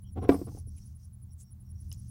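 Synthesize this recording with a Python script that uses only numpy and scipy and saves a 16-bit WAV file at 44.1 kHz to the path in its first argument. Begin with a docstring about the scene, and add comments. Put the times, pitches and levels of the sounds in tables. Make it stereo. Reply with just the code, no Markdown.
"""A far engine hums and a katydid ticks; almost at once, potatoes tumble into a plastic crate.
They rub together and make the plastic ring: one hits the floor hard, the rest settle on the heap.
Loose soil patters after them, then dry vines are pulled from the row, rustle and snap.
The katydid keeps ticking by rubbing its wings. Behind it are a chirping cricket, one early bird
call, a thin insect buzz and the hiss of open air."""
import sys
import numpy as np
from scipy import signal
from scipy.fft import rfft, irfft, next_fast_len
from scipy.io import wavfile
from scipy.ndimage import map_coordinates

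SR = 44100
rng = np.random.default_rng(int(sys.argv[2]) if len(sys.argv) > 2 else 0)


def transcribe(signal):
    """Save signal, clipped to [-1, 1], as a 16-bit WAV file at the path in sys.argv[1]."""
    frames = np.atleast_2d(signal).T
    limited = np.clip(frames, -1, 1)
    pcm = np.round(limited * 32767).astype(np.int16)
    wavfile.write(sys.argv[1], SR, pcm)


N = 92610

# the tones the crate rings with: f/Hz, level/dB, t60/s (the time to fade by 60 dB)
CRATE_TONES = [(90, -14, 0.081), (194, -23.5, 0.26), (276.1, -3, 0.12), (405, 0, 0.03), (470, -5, 0.037),
               (654.5, -18.5, 0.061), (703, -17, .09), (990, -21.5, 0.063), (1223, -36, .1),
               (1362, -40, 0.1), (1600, -26, .04), (1876, -31.5, 0.056), (2330, -28, 0.043),
               (2590, -20, 0.018)]
# potatoes hitting the crate or the heap: t/s, level/dB, treble cutoff f/Hz, struck spot's f/Hz
KNOCKS = [(.168, -36.5, 890, 440), (0.184, -31.5, 1100, 763), (.229, -33, 900, 287),
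          (0.243, -38, 1415, 700), (.2912, -5.5, 3500, 409), (0.2966, -23, 2500, 510),
          (0.3211, -31.5, 4000, 1143), (0.342, -19.5, 1500, 300), (0.392, -36.5, 880, 448),
          (0.414, -27, 1000, 354), (.480, -35, 1400, 288), (0.517, -50.5, 1000, 840), (.547, -35, 700, 269),
          (0.57, -48, 1000, 827), (.672, -37.5, 202, 260)]
# tone colour of the crack in each knock: f/Hz, level/dB
CRACK_COLOUR = [(150, -17), (450, -2.5), (1000, -7.5), (2500, -11.5), (3500, -19), (5200, -16),
                (7000, -35.5), (15000, -37)]
# potatoes rubbing over each other: t/s, length/s, level/dB
RUBS = [(0.157, 0.041, -39.5), (0.214, 0.052, -36.5), (0.267, 0.053, -41), (.312, 0.022, -29),
        (0.33, .04, -44), (0.373, 0.077, -57), (0.464, 0.036, -46.5), (.56, 0.032, -57.5)]
# tone colour of the rubbing, ringing through the hollow plastic crate: f/Hz, level/dB
RUB_COLOUR = [(100, -22), (200, 6.5), (275, 1.5), (330, -1), (470, 5), (570, -10.5), (760, -1.5),
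              (920, -17), (1060, -8.5), (1250, -18.5), (1380, -18), (1850, -32.5), (2080, -25),
              (2400, -31.5), (3400, -33), (5000, -44.5), (12000, -52)]
# the crate rocking on the ground: t/s, length/s, level/dB
THUDS = [(0.139, 0.15, -36), (0.278, 0.33, -40)]
# tone colour of the rocking: f/Hz, level/dB
THUD_COLOUR = [(20, -25), (45, -6), (85, 8), (180, -9), (300, -14), (600, -64)]
# tone colour of soil landing on plastic: f/Hz, level/dB
SOIL_COLOUR = [(1500, -19), (3800, -8), (5200, 5.5), (7000, -6), (8600, 5), (10700, -9.5), (12500, 2.5),
               (15800, -3)]
# crumbs falling from lifted roots: t/s, length/s, level/dB
TRICKLES = [(0.47, 0.17, -63), (0.656, 0.32, -69.5), (0.752, 0.13, -92), (0.965, 0.13, -72),
            (1.759, 0.16, -72), (1.873, 0.32, -69.5)]
# tone colour of those crumbs: f/Hz, level/dB
TRICKLE_COLOUR = [(1500, -19.5), (3800, -15), (5000, -3.5), (5900, 2.5), (7500, -10), (9000, -2.5),
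                  (11000, -10), (15000, -11.5)]
# dry vines dragged over soil: t/s, length/s, level/dB, centre f/Hz
RUSTLES = [(1.373, 0.075, -57, 7550), (.765, 0.034, -69, 2600)]
# stems snapping and crumbs ticking, one row per pitch: t/s, level/dB, f/Hz, t60/s
SNAPS = [(0.237, -67.5, 8000, .03), (.781, -61, 7500, 0.033), (1.332, -66, 8000, 0.021),
         (1.9155, -43.5, 5150, 0.019), (1.917, -51.5, 2950, 0.036), (1.9272, -39.5, 6300, 0.012),
         (1.9257, -39.5, 9560, 0.017), (1.9269, -46.5, 11830, 0.015), (1.936, -48.5, 5380, 0.022),
         (1.944, -55, 7000, 0.033), (1.916, -66.5, 1046, .04)]
# katydid ticks: t/s, level/dB
KATYDID_TICKS = [(.015, -62), (0.112, -61.5), (0.218, -58), (.325, -52.5), (.442, -57), (0.574, -58.5),
                 (0.664, -57.5), (0.761, -58), (0.848, -58.5), (0.945, -63.5), (1.031, -62.5), (1.123, -60),
                 (1.212, -60.5), (1.316, -60.5), (1.413, -60), (1.504, -59), (1.597, -62), (1.689, -59),
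                 (1.796, -59), (1.884, -60), (1.976, -57), (2.076, -55.5)]
# cricket chirps: t/s, length/s, level/dB
CRICKET_CHIRPS = [(-.04, 0.05, -65), (0.058, 0.058, -73.5), (0.19, 0.093, -71), (0.669, 0.064, -73),
                  (0.802, 0.053, -69), (1.02, 0.041, -71), (1.285, 0.056, -75), (1.426, 0.095, -74.5),
                  (1.644, 0.087, -76), (1.743, 0.081, -74.5), (1.938, 0.091, -71.5)]
# the engine's tones: f/Hz, level/dB
ENGINE_TONES = [(79.3, -3), (121.5, -8), (190.5, -17.5)]
# tone colour of its rumble: f/Hz, level/dB
RUMBLE_COLOUR = [(15, -23), (35, -6.5), (60, -3.5), (85, 1.5), (115, -3.5), (150, -13), (200, -14),
                 (260, -25.5), (400, -39.5), (700, -75.5), (2000, -100)]
# how the whole engine grows louder and softer: t/s, level/dB
ENGINE_LEVEL = [(0, -45.5), (.6, -44.5), (.9, -45.5), (1.0, -51.5), (1.2, -48), (1.45, -51), (1.65, -46.5),
                (2.1, -42)]
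# tone colour of open air: f/Hz, level/dB
AIR_COLOUR = [(100, 3), (400, -2), (700, 1), (1000, -1), (1500, -6), (2500, -12.5), (4000, -11),
              (7000, -10), (10000, -6), (13000, -8.5), (15500, -2.5)]
# the microphones' boost or cut of the left-right difference: f/Hz, level/dB
STEREO_WIDTH = [(30, -26.5), (100, -31), (150, -10.5), (300, 4), (2000, 6.5), (4800, 9.5), (6500, -8),
                (15000, -5.5)]

SIDE_DB, TREBLE_SIDE_DB, BASS_SIDE_DB = -26.5, -13, -21.5  # stereo spread: lower is narrower


def knocks(contact_s=0.0013, heap_damping=0.51, scatter_db=3):
    """Each potato makes the crate ring and crack; the heap cuts the ring of softer knocks short."""
    out = np.zeros((2, N))
    hardest_db = max(row[1] for row in KNOCKS)
    t = np.arange(SR // 3) / SR
    rise = 1 - np.exp(-t / contact_s)
    hz, level, t60 = np.transpose(CRATE_TONES)[:, :, None]
    signs = (-1) ** (np.arange(len(CRATE_TONES)) // 3)  # tones start up or down, in groups of three
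    for start, db, cutoff_hz, spot_hz in KNOCKS:
        soft = db < hardest_db
        ring_s = t60 * (heap_damping if soft else 1)
        tones = amp(level) * np.sin(2 * np.pi * hz * t) * np.exp(-np.log(1000) * t / ring_s) * rise
        chance = rng.standard_normal((2, len(CRATE_TONES)))
        centre = (amp(scatter_db * soft * chance[0]) * signs) @ tones
        side = np.imag(signal.hilbert(np.sign(chance[1]) @ tones)) * rise  # a quarter cycle behind
        ring = np.pad(stereo([centre, side], SIDE_DB), ((0, 0), (round(start * SR), N)))[:, :N]
        crack = amp(-18.5) * strike(start, t60=0.041, rise=contact_s)
        crack = crack * noise(colour(CRACK_COLOUR), SIDE_DB)
        spot = amp(5.5) * strike(start, t60=0.044, rise=0.0063)  # a soft knock also rings where it lands
        spot = spot * np.sin(2 * np.pi * spot_hz * (clock() - start))
        cut_treble = lambda f: 1 / (1 + np.sqrt(2) * 1j * f / cutoff_hz - (f / cutoff_hz) ** 2)
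        out += amp(db) * filtered(ring - soft * spot + crack, cut_treble)
    return out


def rubbing():
    """Gritty skins scrape over each other in the hollow crate; each rub leaves a short fading tail."""
    loudness = np.zeros(N)
    for start, length, db in RUBS:
        tail = amp(db - 7.5) * strike(start + length / 2, t60=0.19, rise=0.0058)
        loudness += swell(start, length, db) + tail
    return loudness * grains(colour(RUB_COLOUR), SIDE_DB)


def rocking():
    """The crate rocks on the ground with low thuds."""
    return swells(THUDS) * noise(colour(THUD_COLOUR), BASS_SIDE_DB)


def soil(start_s=0.283, rise_s=0.01, fade_db_per_s=81.5):
    """Crumbs shaken loose by the hard knock patter on the plastic; more trickle from the roots."""
    t = np.maximum(clock() - start_s, 0)
    loudness = np.minimum(t / rise_s, 1) * amp(-50 - fade_db_per_s * t)
    patter = loudness * grains(colour(SOIL_COLOUR), TREBLE_SIDE_DB)
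    trickle = swells(TRICKLES) * grains(colour(TRICKLE_COLOUR), TREBLE_SIDE_DB)
    return patter + trickle


def vine_rustles(width_octaves=0.28):
    """Dry vines drag over the soil, making many tiny clicks that blur together."""
    out = np.zeros((2, N))
    for start, length, db, centre_hz in RUSTLES:
        peak = lambda hz: np.exp(-0.5 * (np.log2((hz + 1) / centre_hz) / width_octaves) ** 2)
        straw = lambda hz: peak(hz) + amp(-10) * hz / (hz + centre_hz)  # plus some broad hiss
        out += amp(db) * swell(start, length, 0) ** 2 * grains(straw, TREBLE_SIDE_DB)
    return out


def stem_snaps(sharpness=4.5):
    """A breaking stem gives a short ping and a splintering noise around the same pitch."""
    out = np.zeros((2, N))
    for start, db, pitch_hz, t60 in SNAPS:
        stem = lambda hz: 1 / (1 + 1j * sharpness * (hz / pitch_hz - pitch_hz / (hz + 1)))
        ping = amp(-0.5) * np.sin(2 * np.pi * pitch_hz * clock() + wobble(300))
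        splinters = amp(-4) * noise(stem, SIDE_DB)
        out += amp(db) * strike(start, t60, rise=0.00025) * (ping + splinters)
    return out


def katydid(pitch_hz=10077, sag_hz=260, strokes_per_s=190, tick_s=0.033):
    """Each tick is a swelling run of wing strokes, and each stroke sags in pitch."""
    t = clock()
    ticks = sum(amp(db) * np.interp((t - start) / tick_s, [0, 0.66, 1], [0, 1, 0]) ** 0.807
                for start, db in KATYDID_TICKS)
    stroke = (strokes_per_s * t + 0.3 * wobble(86)) % 1  # runs from 0 to 1 in each stroke
    hz = pitch_hz + sag_hz * (0.5 - stroke) + 50 * wobble(220)
    loudness = amp(3 * wobble(strokes_per_s)) * np.sin(np.pi * stroke)
    roughness = 0.35 * wobble(1800)
    tone = np.sin(2 * np.pi * np.cumsum(hz) / SR + roughness)
    return amp(1) * ticks * unit(loudness * tone)


def cricket():
    """A far cricket chirps on one high, fluttering note."""
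    flutter = amp(2 * wobble(90))
    return swells(CRICKET_CHIRPS) * flutter * noise(band(centre_hz=5610, width_hz=170), TREBLE_SIDE_DB)


def bird():
    """A far bird gives one short, breathy call."""
    call = swell(start=0.033, length=0.067, db=-72)
    return call * noise(band(centre_hz=3130, width_hz=160), TREBLE_SIDE_DB)


def insect_buzz(pulses_per_s=95):
    """An insect buzzes thinly: a very high hiss in quick pulses."""
    pulses = np.sin(np.pi * pulses_per_s * clock() + wobble(22)) ** 2
    hiss = noise(band(centre_hz=14900, width_hz=1200), TREBLE_SIDE_DB)
    return amp(-82.5) * unit(pulses * hiss)


def engine():
    """A far engine hums with a few wavering tones in a low rumble."""
    t = clock()
    tones = np.zeros(N)
    for hz, db in ENGINE_TONES:
        loudness = amp(db + 0.9 * wobble(13)) * np.sqrt(2)
        tones += loudness * np.sin(2 * np.pi * hz * t + 0.95 * wobble(5.37))
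    rumble = amp(-1) * noise(colour(RUMBLE_COLOUR), BASS_SIDE_DB)
    return amp(np.interp(t, *np.transpose(ENGINE_LEVEL))) * (tones + rumble)


def air():
    """Open air hisses faintly all round, its level drifting a little."""
    return amp(-73.5 + wobble(6)) * noise(colour(AIR_COLOUR), side_db=-5)


def amp(db):
    """Turn decibels into a number to multiply by."""
    return 10 ** (np.asarray(db) / 20)


def unit(x):
    """Scale a sound to an average strength (rms) of 1."""
    return x / np.sqrt(np.mean(x ** 2) + 1e-20)


def clock():
    """The time of every sample, in seconds."""
    return np.arange(N) / SR


def colour(points):
    """A filter curve that joins points of f/Hz, level/dB."""
    f, db = np.transpose(points)
    return lambda hz: amp(np.interp(np.log(hz + 1), np.log(f + 1), db))


def band(centre_hz, width_hz):
    """A filter curve that keeps only what lies near one pitch."""
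    return lambda hz: 1 / (1 + ((hz - centre_hz) / width_hz) ** 4)


def filtered(x, curve):
    """Turn each frequency of a sound up or down as the curve says."""
    size = next_fast_len(N + SR // 2)
    return irfft(rfft(x, size) * curve(np.fft.rfftfreq(size, 1 / SR)), size)[..., :N]


def wobble(rate):
    """A smooth curve through `rate` random values a second."""
    return map_coordinates(rng.standard_normal(N // 8), [clock() * rate + 2])


def stereo(pair, side_db):
    """Make left and right from a centre signal and a weaker side signal."""
    side = amp(side_db) * pair[1]
    return np.array([pair[0] + side, pair[0] - side])


def noise(curve, side_db):
    """Filtered stereo noise of strength 1."""
    return unit(stereo(filtered(rng.standard_normal((2, N)), curve), side_db))


def grains(curve, side_db, per_s=14000, spread_db=1.5):
    """A dense spray of tiny, uneven clicks, of strength 1."""
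    sizes = amp(spread_db * np.minimum(rng.exponential(size=N), 4))
    hits = rng.random(N) < per_s / SR
    clicks = sizes * hits * rng.standard_normal((2, N))
    return unit(stereo(filtered(clicks, curve), side_db))


def swell(start, length, db):
    """One smooth rise and fall."""
    return amp(db) * np.sin(np.pi * np.clip((clock() - start) / length, 0, 1))


def swells(table):
    """One swell for each row of a table."""
    return sum(swell(*row) for row in table)


def strike(start, t60, rise):
    """A quick rise, then a fade of 60 dB every t60 seconds."""
    t = np.maximum(clock() - start, 0)
    return (1 - np.exp(-t / rise)) * np.exp(-np.log(1000) * t / t60)


def scene():
    """The crate close by, the row of vines behind it, the field all round."""
    harvest = knocks() + rubbing() + rocking() + soil() + vine_rustles() + stem_snaps()
    return harvest + katydid() + cricket() + bird() + insect_buzz() + air() + engine()


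def record(dry, top_hz=15850):
    """The close microphones narrow the bass and high treble, widen the rest and stop at top_hz."""
    side = filtered((dry[0] - dry[1]) / 2, colour(STEREO_WIDTH))
    return filtered(dry.mean(axis=0) + np.array([side, -side]), lambda hz: hz < top_hz)


dry = scene()
out = record(dry)
transcribe(out)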